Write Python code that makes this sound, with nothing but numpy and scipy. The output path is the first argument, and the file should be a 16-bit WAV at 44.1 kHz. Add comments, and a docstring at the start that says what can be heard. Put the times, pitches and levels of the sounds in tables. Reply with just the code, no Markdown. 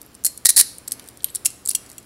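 """Steel handcuffs ratchet: teeth rip past the pawl, a small catch, in three quick pushes.
They are worked by hand close to the microphone in a quiet room. First the bow, the swinging arm,
knocks against the lock. After the ratcheting, the frame and chain links clink and the hinge snaps
as the cuff is turned over. The loudest clicks overload the recorder."""
import sys
import numpy as np
from scipy import signal
from scipy.fft import rfft, irfft, next_fast_len
from scipy.io import wavfile

SR = 44100
rng = np.random.default_rng(int(sys.argv[2]) if len(sys.argv) > 2 else 0)


def to_wav(sig):
    """Store sig (one row per channel, or 1-D mono) as 16-bit WAV at the path in sys.argv[1].

    Samples outside -1..1 are clipped; the rate is SR.
    """
    pcm = np.clip(np.atleast_2d(sig), -1, 1) * 32767
    pcm = np.round(pcm).astype(np.int16)
    wavfile.write(sys.argv[1], SR, pcm.T)  # frames by channels


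N = 90404


def gain(db):
    """Turn decibels into a multiplier."""
    return 10 ** (np.asarray(db) / 20)


def unit_energy(x):
    """Scale a sound so that its energy is 1."""
    return x / np.sqrt(np.sum(x ** 2) + 1e-18)


def fade(fade_s, size=16384):
    """A curve that falls by 60 dB every fade_s seconds."""
    return np.exp(-np.log(1000) * np.arange(size) / SR / fade_s)


def add(out, start_s, sound):
    """Mix a sound into out, beginning at start_s."""
    i = int(start_s * SR)
    out[i:i + len(sound)] += sound[:N - i]


def shape_tone(x, tone, peak_hz=0, peak_db=0, half_width_hz=1030):
    """Filter a sound along (pitch_hz, level_db) points, with an optional boost around one pitch."""
    n = next_fast_len(len(x) // 2 + 2048) * 2
    freqs = np.maximum(np.arange(n // 2 + 1) * SR / n, 1)
    hz, db = np.array(tone).T
    curve_db = np.interp(np.log(freqs), np.log(hz), db)
    curve_db += peak_db / (1 + ((freqs - peak_hz) / half_width_hz) ** 2)
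    # Build the filter so that nothing sounds before the hit.
    cepstrum = irfft(np.log(gain(curve_db)))
    cepstrum[1:n // 2] *= 2
    cepstrum[n // 2 + 1:] = 0
    return irfft(rfft(x, n) * np.exp(rfft(cepstrum)))[:len(x)]


def click(tone, fade_s, peak_hz=0, peak_db=0, size=4096):
    """A burst of noise dies at once and leaves a short shimmer, as when steel hits steel."""
    shimmer = gain(-12.5) * fade(0.023, size)
    noise = rng.standard_normal(size) * (fade(fade_s, size) + shimmer)
    burst = shape_tone(noise, tone, peak_hz, peak_db)
    return unit_energy(burst) * np.sqrt(SR / 1000)  # as strong as 1 ms at full scale


def ring(notes, size=16384):
    """A struck part rings with several notes, each fading at its own speed."""
    t = np.arange(size) / SR
    strengths = unit_energy(gain([db for _, db, _ in notes])) * np.sqrt(2)
    return sum(strength * fade(fade_s, size) * np.sin(2 * np.pi * (hz * t + rng.random()))
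               for strength, (hz, _, fade_s) in zip(strengths, notes))


# The room's steady noise: pitch_hz, relative_db
AIR_TONE = [(15, -16), (25, -9.5), (277, -0.5), (936, -12.5), (1190, -11), (1740, -15.5), (2910, -17.5),
            (3430, -18.5), (5280, -18.5), (5730, -18.5), (6740, -26), (7310, -15), (8140, -27),
            (10100, -25), (11300, -22), (13200, -27), (16000, -24)]
# The notes of the hum: pitch_hz, level_db
HUM_NOTES = [(59.5, -64.5), (75.4, -65), (118.4, -62.5), (253, -74)]

def background():
    """The room rumbles, hisses and hums faintly."""
    t = np.arange(N) / SR
    hum = sum(gain(db) * np.sqrt(2) * np.sin(2 * np.pi * (hz * t + rng.random()))
              for hz, db in HUM_NOTES)
    air = unit_energy(shape_tone(rng.standard_normal(N), AIR_TONE))
    return hum + gain(-51.5) * np.sqrt(N) * air


# The tone of the echoes: pitch_hz, boost_db
ECHO_TONE = [(150, 8), (600, -2.5), (1500, 0.5), (3000, 1.5), (4600, 2), (7500, -5), (9300, -5.5),
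             (11000, -2), (13000, -9.5), (15500, -11)]

def room(x, size=32768):
    """Nearby surfaces add quick echoes and a soft tail to the sound."""
    arrived = np.arange(size) / SR > 0.0047  # the first echo takes 4.7 ms
    early = gain(-15.5) * unit_energy(arrived * rng.standard_normal(size) * fade(0.092, size))
    tail = gain(-16.5) * unit_energy(arrived * rng.standard_normal(size) * fade(0.46, size))
    return x + signal.fftconvolve(x, shape_tone(early + tail, ECHO_TONE))[:N]


# How loudly the metal slides in the fingers: time_s, level_db
SCUFF_LEVELS = [(0, -58.5), (.2, -68), (.85, -76), (.97, -63), (1.06, -52.5), (1.19, -62), (1.28, -49),
                (1.32, -69), (1.62, -60), (1.8, -66), (1.91, -50.5), (2.05, -59)]
# How loudly skin rubs on the cuff: time_s, level_db
RUB_LEVELS = [(0, -65), (.55, -69), (.8, -58), (1.02, -51), (1.2, -60), (1.45, -56), (1.62, -63),
              (1.88, -51), (2.05, -65)]
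# The dull tone of that rub: pitch_hz, relative_db
RUB_TONE = [(60, -12), (220, 2.5), (450, -1.5), (1000, -7), (2200, -7.5), (4000, -18), (12000, -24.5)]

def handling(scuffs_per_s=900, spread_db=9.5):
    """Metal slides in the hand: tiny scuffs with the lock's tone, over the dull rub of skin."""
    t = np.arange(N) / SR
    grains = (rng.random(N) < scuffs_per_s / SR) * gain(spread_db * rng.standard_normal(N))
    flicker = signal.fftconvolve(grains, fade(0.0095))[:N]
    scuffs = unit_energy(shape_tone(flicker * rng.standard_normal(N), LOCK_TONE))
    scuffs *= gain(np.interp(t, *np.array(SCUFF_LEVELS).T))
    rub = unit_energy(shape_tone(rng.standard_normal(N), RUB_TONE))
    rub *= gain(np.interp(t, *np.array(RUB_LEVELS).T))
    return (scuffs + rub) * np.sqrt(N)


# Dull taps on the lock case: start_s, level_db, pitch_hz
TAPS = [(0.2648, -28, 1800), (0.9957, -34.5, 3160), (1.205, -39, 3800), (1.2435, -26, 3860),
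        (1.262, -53, 3700), (1.285, -37, 4300), (1.2963, -40.5, 4500), (1.3678, -36, 4370)]
# The tone of the case: pitch_hz, relative_db
CASE_TONE = [(150, -29), (800, -19), (2100, -2.5), (4000, 2.5), (6000, -2), (9000, -9), (15000, -26)]

def case_taps():
    """Soft touches make the hollow lock case sound."""
    out = np.zeros(N)
    for start_s, db, hz in TAPS:
        add(out, start_s, gain(db) * click(CASE_TONE, fade_s=0.02, peak_hz=hz, peak_db=9.5))
    return out


# The tone of the hinge: pitch_hz, relative_db
HINGE_TONE = [(200, -44), (1700, -42), (3700, -21.5), (5500, -29), (7900, -21), (8700, -10.5), (9800, -16),
              (11000, -3), (11800, 1.5), (12700, -9), (13700, -11), (15500, -32)]

def hinge(start_s=1.2437, level_db=-6.5):
    """The bow snaps over on its rivet with one thin, very high click."""
    out = np.zeros(N)
    add(out, start_s, gain(level_db) * click(HINGE_TONE, fade_s=0.0054))
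    return out


# Clicks of the chain, and one knock on the frame near 1.66 s played the same way: start_s, level_db, pitch_hz,
# pitch_boost_db
LINK_CLICKS = [(.0157, -29, 11500, 9.5), (.029, -40, 11500, 6), (.0632, -39, 11500, 14),
               (.1442, -41, 11000, 3), (.1504, -32, 9500, 10), (.376, -23.5, 9400, 12.5),
               (.7832, -26, 9140, 14.5), (.8768, -26.5, 8500, -6), (.879, -19.5, 10200, 2),
               (.8815, -20.5, 8500, 7), (.9107, -28, 8000, 6), (.9197, -10.5, 10640, 9.5),
               (.922, -23, 8700, 10), (.9281, -25, 10000, 10), (.9374, -32.5, 11000, 6),
               (.9962, -31, 7740, -6), (1.0767, -35, 9100, 10), (1.0871, -28, 8350, 4),
               (1.1727, -34.5, 8550, 7), (1.2225, -40, 8950, 9), (1.2328, -35, 10100, 8),
               (1.3013, -31, 8000, 26), (1.3445, -35, 10000, 11), (1.3497, -16, 9200, 9),
               (1.3548, -18.5, 11100, 8), (1.3579, -11.5, 9200, 10.5), (1.3625, -28, 10600, 7),
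               (1.4495, -16.5, 10700, 16), (1.4545, -15.5, 9400, 6), (1.4647, -18, 9100, -2),
               (1.4666, -23, 10500, 15), (1.4713, -22.5, 9500, 7), (1.5037, -27.5, 9000, 13),
               (1.6535, -24.5, 8160, 18), (1.6596, -16, 7650, 13), (1.6747, -14, 7700, 15),
               (1.6802, -32, 10000, 7), (1.6868, -18, 9500, 7), (1.6895, -11.5, 10400, 10),
               (1.6926, -6.5, 10300, 12.5), (1.7042, -21, 5250, 21), (1.7062, -19, 5600, 14),
               (1.7082, -31, 9500, 2), (1.7338, -30, 10500, 12), (1.7488, -13.5, 9600, 19),
               (1.8595, -46, 9000, 0), (1.863, -38, 8800, 11.5), (1.9002, -32.5, 8300, 4),
               (1.9162, -33, 7800, 6), (1.9292, -39, 8950, 9)]
# The tone all links share: pitch_hz, relative_db
LINK_TONE = [(200, -45), (1500, -22), (3000, -17.5), (4300, -3.5), (6300, -5), (8000, 2.5), (12400, 0),
             (13500, -7), (15500, -12.5)]

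def chain_links():
    """Small links touch, and the frame is knocked once; each click has its own bright pitch and dies quickly."""
    out = np.zeros(N)
    for start_s, db, hz, boost_db in LINK_CLICKS:
        add(out, start_s, gain(db) * click(LINK_TONE, fade_s=0.0095, peak_hz=hz, peak_db=boost_db))
    return out


# Knocks of the bow on the lock, and knocks on the frame:
# start_s, level_db, ring_relative_db, ring_time_factor
BOW_HITS = [(.2386, -25, -15, 1), (.2478, -8.5, -5.5, .5), (.2531, -11, 0.5, .6), (.2643, -6.5, -25, .9),
            (.2686, -20, -22, 1), (.2742, -21.5, -14, 1.2)]
FRAME_HITS = [(1.4567, -7.5, -15, 0.47), (1.4582, -5, -6.5, 0.32), (1.4617, -5, -19, .5),
              (1.7119, -15, -9, .6), (1.7512, -7.5, -5.5, 0.71), (1.7597, -19, -20, 0.87),
              (1.9812, -26.5, -4.5, 0.79)]
# The tone of each part's click: pitch_hz, relative_db
BOW_TONE = [(200, -42), (900, -42), (1700, -19.5), (3200, -21), (4500, -8.5), (7500, 3), (12000, 1.5),
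            (14000, -10), (15500, -13.5)]
FRAME_TONE = [(200, -31), (1800, -30.5), (2800, -17), (4500, -19), (6000, -10), (10200, 0.5), (12000, -8),
              (15500, -15.5)]
# The notes each part rings with when free: pitch_hz, relative_db, fade_s
BOW_NOTES = [(4260, -7.5, 0.12), (7310, -7, 0.16), (8225, -3, 0.11), (8050, -4, 0.17), (9430, 6.5, 0.091),
             (10700, -2, 0.11), (11660, 7.5, 0.033), (12675, -6, 0.16)]
FRAME_NOTES = [(2782, -12.5, 0.05), (3246, -10.5, 0.032), (4340, -16.5, 0.062), (5750, -3.5, 0.024),
               (6995, -10.5, 0.074), (7750, 2.5, 0.047), (8204, -18, 0.073), (10200, -19, 0.058)]

def knocks(hits, tone, notes):
    """A steel part is struck: it clicks, then rings for as long as the fingers allow."""
    out = np.zeros(N)
    for start_s, db, ring_db, time_factor in hits:
        held_notes = [(hz, note_db, fade_s * time_factor) for hz, note_db, fade_s in notes]
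        add(out, start_s, gain(db) * click(tone, fade_s=0.013))
        add(out, start_s, gain(db + ring_db) * ring(held_notes))
    return out


# The pawl drops off a tooth: start_s, level_db, thump_relative_db
TOOTH_DROPS = [(0.4502, -12, -41), (0.4543, -9, -45), (0.4564, 1.5, -33), (.4655, -6, -34),
               (.4668, -9.5, -33), (0.4875, -14.5, -38), (0.4908, -1.5, -39), (.4942, -8, -47),
               (0.4965, -5.5, -32), (0.5028, -4.5, -45), (0.5631, -9, -37), (0.5671, -3, -37),
               (0.5708, -5.5, -23), (0.5762, -1.5, -20), (0.582, -3.5, -41), (0.5878, -3.5, -37),
               (0.5927, -2, -26), (0.5984, 0, -19.5), (0.6033, -5, -53), (0.6101, 1, -29.5)]
# The tones of the lock's click and of the low thump with it: pitch_hz, relative_db
LOCK_TONE = [(200, -46), (1350, -34), (1930, -20.5), (2350, -30.5), (3300, -26.5), (4000, -9.5),
             (6500, -12.5), (8000, -8), (9700, -0.5), (11500, -8.5), (13000, -13.5), (15500, -23)]
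LOW_THUMP_TONE = [(30, -17), (150, -4), (350, -6), (600, -1.5), (1100, -6.5), (2000, 0), (5000, -8),
                  (15000, -40)]
# The notes the lock rings with: pitch_hz, relative_db, fade_s
LOCK_NOTES = [(1902, -1.5, 0.033), (4110, -8, 0.038), (4350, -29, 0.036), (5400, -4, 0.041),
              (8590, 6.5, 0.035), (9120, 2.5, .05), (9900, 4, 0.019), (10440, 3, 0.039)]

def ratchet(click_fade_s=0.0084, bounce_s=0.0025, bounce_db=-3, ring_db=-17.5):
    """At each tooth the pawl snaps down, bounces once and rings the lock."""
    out = np.zeros(N)
    for start_s, db, thump_db in TOOTH_DROPS:
        add(out, start_s, gain(db) * click(LOCK_TONE, click_fade_s))
        add(out, start_s + bounce_s, gain(db + bounce_db) * click(LOCK_TONE, click_fade_s))
        add(out, start_s, gain(db + ring_db) * ring(LOCK_NOTES))
        # A weak low thump comes with each loud tooth click, like an overloaded recorder.
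        add(out, start_s, gain(db + thump_db) * click(LOW_THUMP_TONE, fade_s=0.016))
    return out


def scene():
    """All the parts of the cuffs sound in the room, on one channel."""
    cuffs = ratchet()
    cuffs += knocks(BOW_HITS, BOW_TONE, BOW_NOTES)
    cuffs += knocks(FRAME_HITS, FRAME_TONE, FRAME_NOTES)
    cuffs += chain_links() + hinge() + case_taps() + handling()
    return (room(cuffs) + background())[None]


def record(dry, top_hz=15750):
    """The recorder flattens the loudest peaks and cuts the highest treble."""
    treble_cut = signal.ellip(12, .1, 70, top_hz, fs=SR, output="sos")
    return signal.sosfilt(treble_cut, np.clip(dry, -1, 1))


dry = scene()
out = record(dry)
to_wav(out)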